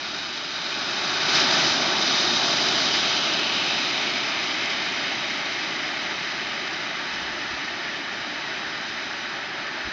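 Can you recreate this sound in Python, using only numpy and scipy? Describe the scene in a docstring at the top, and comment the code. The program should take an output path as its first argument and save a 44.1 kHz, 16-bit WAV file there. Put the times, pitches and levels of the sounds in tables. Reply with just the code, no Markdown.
"""Smoke grenade on a dirt track

A few metres away, beside a field, gas jets from a burning can: it roars, hisses and spits faintly.
The jet swells, surges and sizzles as pressure builds, then slowly eases as it sinks.
The gas rings the vent, the shell and the hollow in the can, which drops in pitch as the charge
burns away. Track and trees reflect the sound, and light air nudges the microphone."""
import sys
import numpy as np
from scipy import signal
from scipy.fft import rfft, irfft
from scipy.io import wavfile

SR = 44100
rng = np.random.default_rng(int(sys.argv[2]) if len(sys.argv) > 2 else 0)


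def master_out(mix):
    """Clip the mix to full scale and print it as 16-bit PCM to the path in sys.argv[1]."""
    frames = np.transpose(np.atleast_2d(mix))
    ceiling = np.clip(frames, -1, 1)
    pcm = np.round(ceiling * 32767).astype(np.int16)
    wavfile.write(sys.argv[1], SR, pcm)


N = 437472
TIME = np.arange(N) / SR
BUILD_START_S, BUILD_S, FULL_UNTIL_S = 0.5, 0.98, 2.63   # timing of the burn


def from_db(db):
    """Decibels to gain."""
    return 10 ** (np.asarray(db) / 20)


def rms_one(x):
    """Scale to unit rms."""
    return x / np.sqrt(np.mean(x ** 2) + 1e-20)


def butter(x, hz, kind, order=2):
    """Butterworth filter."""
    return signal.sosfilt(signal.butter(order, hz, kind, fs=SR, output="sos"), x)


def drift(rate_hz):
    """A slow random wobble of unit rms."""
    return rms_one(butter(rng.standard_normal(N + SR), rate_hz, "low")[SR:])


def since(start_s):
    """Seconds gone by since a moment, zero before it."""
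    return np.maximum(TIME - start_s, 0)


def bump(peak_s, half_width_s):
    """A smooth rise and fall of height 1."""
    return np.exp(-0.5 * ((TIME - peak_s) / half_width_s) ** 2)


def settle(start_s, time_constant_s):
    """An exponential approach from 0 to 1."""
    return 1 - np.exp(-since(start_s) / time_constant_s)


def resonator(hz, width_hz):
    """Coefficients of a band-pass with gain 1 at its peak."""
    k = np.tan(np.pi * width_hz / SR)
    feedback = np.array([1 + k, -2 * np.cos(2 * np.pi * hz / SR), 1 - k])
    return np.array([k, 0, -k]) / (1 + k), feedback / (1 + k)


def resonance(x, hz, width_hz):
    """The band of a sound around one pitch."""
    return signal.lfilter(*resonator(hz, width_hz), x)


def gliding_resonance(x, hz, q, block=256):
    """A resonance whose centre follows a pitch curve, block by block."""
    out, state = np.zeros(N), np.zeros(2)
    for i in range(0, N, block):
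        b, a = resonator(hz[i], hz[i] / q)
        out[i:i + block], state = signal.lfilter(b, a, x[i:i + block], zi=state)
    return out


def built_up():
    """How far the burn has built up, from 0 (smouldering) to 1 (full)."""
    return np.minimum(since(BUILD_START_S) / BUILD_S, 1)


def pressure(smoulder_db=-9.3, steady_db=-10, sink_s=2.84):
    """Pressure in the can in dB: it builds, holds at full (0 dB), then sinks towards a steady burn."""
    return smoulder_db * (1 - built_up()) + steady_db * settle(FULL_UNTIL_S, sink_s)


def jet_levels(full_db=-16):
    """Faders for roar, hiss and sizzle in dB: all follow the pressure, the sizzle most steeply."""
    pressure_db, sinking_s = pressure(), since(FULL_UNTIL_S)
    roar_db = full_db + 1.086 * pressure_db + 0.1845 * sinking_s   # the widening vent makes larger eddies
    hiss_db = full_db + 0.95 * pressure_db - 1.32 * sinking_s   # the jet slows
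    sizzle_db = hiss_db - 4.5 + 5.1 * pressure_db
    return np.array([roar_db, hiss_db, sizzle_db]) + surges()


def turbulence(flutter_db, flutter_hz):
    """Gas noise that flutters with the uneven burn."""
    return rng.standard_normal(N) * from_db(flutter_db * drift(flutter_hz))


def spits(per_s, level_db, spread_db):
    """Bits of the charge burst in the nozzle: lone pressure spikes of uneven size."""
    spikes = (rng.random(N) < per_s / SR) * rng.choice([-1, 1], N)
    sizes = np.minimum(rng.exponential(1, N), 3)
    return spikes * from_db(level_db + spread_db * sizes)


def sputter(depth_db, rate_hz):
    """A flickering gain: the fine hiss follows small changes of jet speed most keenly."""
    return from_db(depth_db * drift(rate_hz))


def jet(crossover_hz, sizzle_hz):
    """Large eddies roar, small ones hiss and crackle; at full pressure the nozzle sizzles too."""
    roar_db, hiss_db, sizzle_db = jet_levels()
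    gas = turbulence(flutter_db=-0.22, flutter_hz=35)
    crackle = spits(per_s=60, level_db=14, spread_db=2.5)
    roar = from_db(roar_db) * butter(gas, crossover_hz, "low", order=1)
    hiss = from_db(hiss_db) * butter(gas + crackle, crossover_hz, "high", order=1)
    smoulder_cut = (1 - from_db(-2)) * (1 - built_up())   # duller while the charge only smoulders
    hiss = hiss - smoulder_cut * resonance(hiss, hz=5500, width_hz=1600)
    nozzle_gas = turbulence(flutter_db=2.5, flutter_hz=6.5)
    sizzle = from_db(sizzle_db) * butter(nozzle_gas, sizzle_hz, "high", order=5)
    return roar + hiss * sputter(depth_db=1.0, rate_hz=36) + sizzle


# EQ curve of the jet: frequency_hz, gain_db
JET_EQ = [(25, -37.5), (70, -20.5), (140, -3), (220, -0.8), (340, 4), (780, 2), (1250, 0.9), (2000, -2),
          (3100, 1), (3850, 2), (4400, -2), (5050, 1.5), (5950, -3), (6550, -17.5), (7150, -25)]


def jet_colour(x):
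    """The jet's overall tone: full mids, with the lows and the top rolled off."""
    hz, gain_db = np.transpose(JET_EQ)
    bins_hz = np.maximum(np.arange(N // 2 + 1) * SR / N, 1)
    curve_db = np.interp(np.log(bins_hz), np.log(hz), gain_db)
    return irfft(rfft(x) * from_db(curve_db), N)


# Resonances of the vent: pitch_hz, width_hz, level_db
VENT_RINGS = [(1500, 530, -3.5), (2380, 260, -4.5)]


def vent(flow, level_db=-1, opens_s=1.33, fade_db_per_s=32.5):
    """The vent rings until the jet burns it open."""
    ring_db = level_db - fade_db_per_s * since(opens_s)
    return flow + sum(from_db(ring_db + db) * resonance(flow, hz, width_hz)
                      for hz, width_hz, db in VENT_RINGS)


# Resonances of the can's shell: pitch_hz, width_hz, level_db
SHELL_RINGS = [(1820, 44, -16), (2090, 98, -16), (2420, 150, -16), (3020, 170, -17.5), (3790, 220, -16)]


def shell(flow):
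    """The shell of the can rings faintly, colouring the jet throughout."""
    for hz, width_hz, db in SHELL_RINGS:
        flow = flow + from_db(db) * resonance(flow, hz, width_hz)
    return flow


# Falling pitch of the hollow: time_s, pitch_hz
HOLLOW_GLIDE = [(2.3, 3680), (3.0, 2960), (3.6, 2760), (4.1, 2300), (4.9, 2100), (6.8, 1900), (8.0, 1830),
                (9.92, 1740)]
# Its broad ring, half-whistling core and upper ring: pitch_ratio, q, level_db
HOLLOW_RINGS = [(1, 2.8, -0.2), (1, 9.9, -14.5), (1.45, 3, -10)]


def hollow(flow, small_db=-10, large_db=1.5, grow_s=0.66):
    """The hollow in the can grows as the charge burns away, so it rings lower and stands out more."""
    pitch_hz = np.interp(TIME, *np.transpose(HOLLOW_GLIDE))
    ring_db = small_db + (large_db - small_db) * settle(FULL_UNTIL_S, grow_s)
    for ratio, q, db in HOLLOW_RINGS:
        flow = flow + from_db(ring_db + db) * gliding_resonance(flow, ratio * pitch_hz, q)
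    return flow


def undergrowth(x, level_db, t60_s, low_hz):
    """Stones, shrubs and twigs scatter a short, faint tail; long waves pass them by."""
    t = TIME[:SR // 4]
    tail = rng.standard_normal(len(t)) * from_db(-60 * t / t60_s)
    scattered = signal.fftconvolve(x, tail / np.linalg.norm(tail))[:N]
    return from_db(level_db) * butter(scattered, low_hz, "high")


# Bands where reflected sound cancels the direct sound: centre_hz, width_hz, depth_db
REFLECTION_NOTCHES = [(484.5, 213, -19.5), (1035, 172, -7.5), (2340, 70, -2), (2762, 270, -6.5),
                      (3413, 394, -6.5), (4590, 600, -2.5), (5530, 620, -9.5)]
# Faint echoes off the track and the trees: delay_s, level_db
OUTDOOR_ECHOES = [(.00336, -26.5), (.00456, -36), (0.0405, -25), (0.0432, -27.5)]


def reflections(x):
    """Slightly longer paths carve steady notches; farther ones return as faint echoes."""
    for hz, width_hz, depth_db in REFLECTION_NOTCHES:
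        x = x - (1 - from_db(depth_db)) * resonance(x, hz, width_hz)
    return x + sum(from_db(db) * np.roll(x, round(delay_s * SR)) for delay_s, db in OUTDOOR_ECHOES)


# Fader rides on the jet: peak_s, half_width_s, roar_change_db, hiss_change_db, sizzle_change_db
JET_SURGES = [(1.375, 0.058, 2.5, 5, 8.5), (1.48, 0.035, 0.5, -3.5, -3), (1.595, 0.064, 1.9, 0.5, 8),
              (1.83, 0.084, 1, -5.5, 2.5), (1.945, 0.018, 1.5, -9.5, -7), (2.93, 0.091, 0.7, 0.5, 3),
              (3.47, 0.055, 0.6, -2, 1), (7.14, 0.03, 0.4, 2, -2), (7.27, 0.025, 0, -1, 0),
              (8.06, .03, -0.8, -1.5, 4), (8.58, .025, 0, 1.5, 7), (8.97, 0.14, -0.5, 3, -1),
              (9.5, .035, -0.5, -5, -1)]


def surges():
    """The jet briefly surges and chokes: dB offsets for roar, hiss and sizzle."""
    return sum(np.outer(changes_db, bump(peak_s, half_width_s))
               for peak_s, half_width_s, *changes_db in JET_SURGES)


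# Breathy half-whistles: peak_s, half_width_s, pitch_hz, level_db
WHISTLE_FLARES = [(2.24, 0.071, 3720, 2), (3.585, 0.025, 2980, 2.5), (4.65, .1, 2030, -12),
                  (5.6, 0.13, 1800, -12), (6.5, .2, 1850, -13), (7.85, 0.27, 1830, -11)]


def flares(flow, width_hz=39):
    """Now and then a narrow band of the jet flares up and nearly whistles."""
    for peak_s, half_width_s, hz, db in WHISTLE_FLARES:
        flow = flow + from_db(db) * bump(peak_s, half_width_s) * resonance(flow, hz, width_hz)
    return flow


# Puffs of air on the microphone: peak_s, half_width_s, level_db
AIR_PUFFS = [(4.35, .03, -60), (7.24, 0.083, -52.5), (7.53, 0.021, -47), (9.865, .012, -41)]


def breeze(floor_db, band_hz):
    """Moving air makes a faint low rumble with a few soft puffs."""
    puffs = sum(from_db(db) * bump(peak_s, half_width_s) for peak_s, half_width_s, db in AIR_PUFFS)
    rumble = rms_one(butter(rng.standard_normal(N), band_hz, "band"))
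    return (from_db(floor_db) + puffs) * rumble


def scene():
    """The jet rings the can and is heard over the ground, in light air."""
    flow = jet(crossover_hz=2980, sizzle_hz=4340)
    flow = flares(hollow(flow))
    grenade = jet_colour(vent(shell(flow)))
    scatter = undergrowth(grenade, level_db=-14.5, t60_s=0.11, low_hz=1270)
    outdoors = reflections(grenade + scatter)
    return (outdoors + breeze(floor_db=-63, band_hz=[48.3, 90]))[None]


def record(dry, top_hz=7400, high_band_db=-26, high_band_low_hz=10900, high_band_top_hz=14400):
    """A steep treble cut, with a very faint, thin band of high hiss at 11-14 kHz above it."""
    body = signal.sosfilt(signal.ellip(12, 0.1, 80, top_hz, fs=SR, output="sos"), dry)
    high_band = from_db(high_band_db) * butter(dry, [high_band_low_hz, high_band_top_hz], "band")
    top_cut = signal.ellip(8, 0.1, 70, high_band_top_hz, fs=SR, output="sos")
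    return signal.sosfilt(top_cut, body + high_band)


dry = scene()
out = record(dry)
master_out(out)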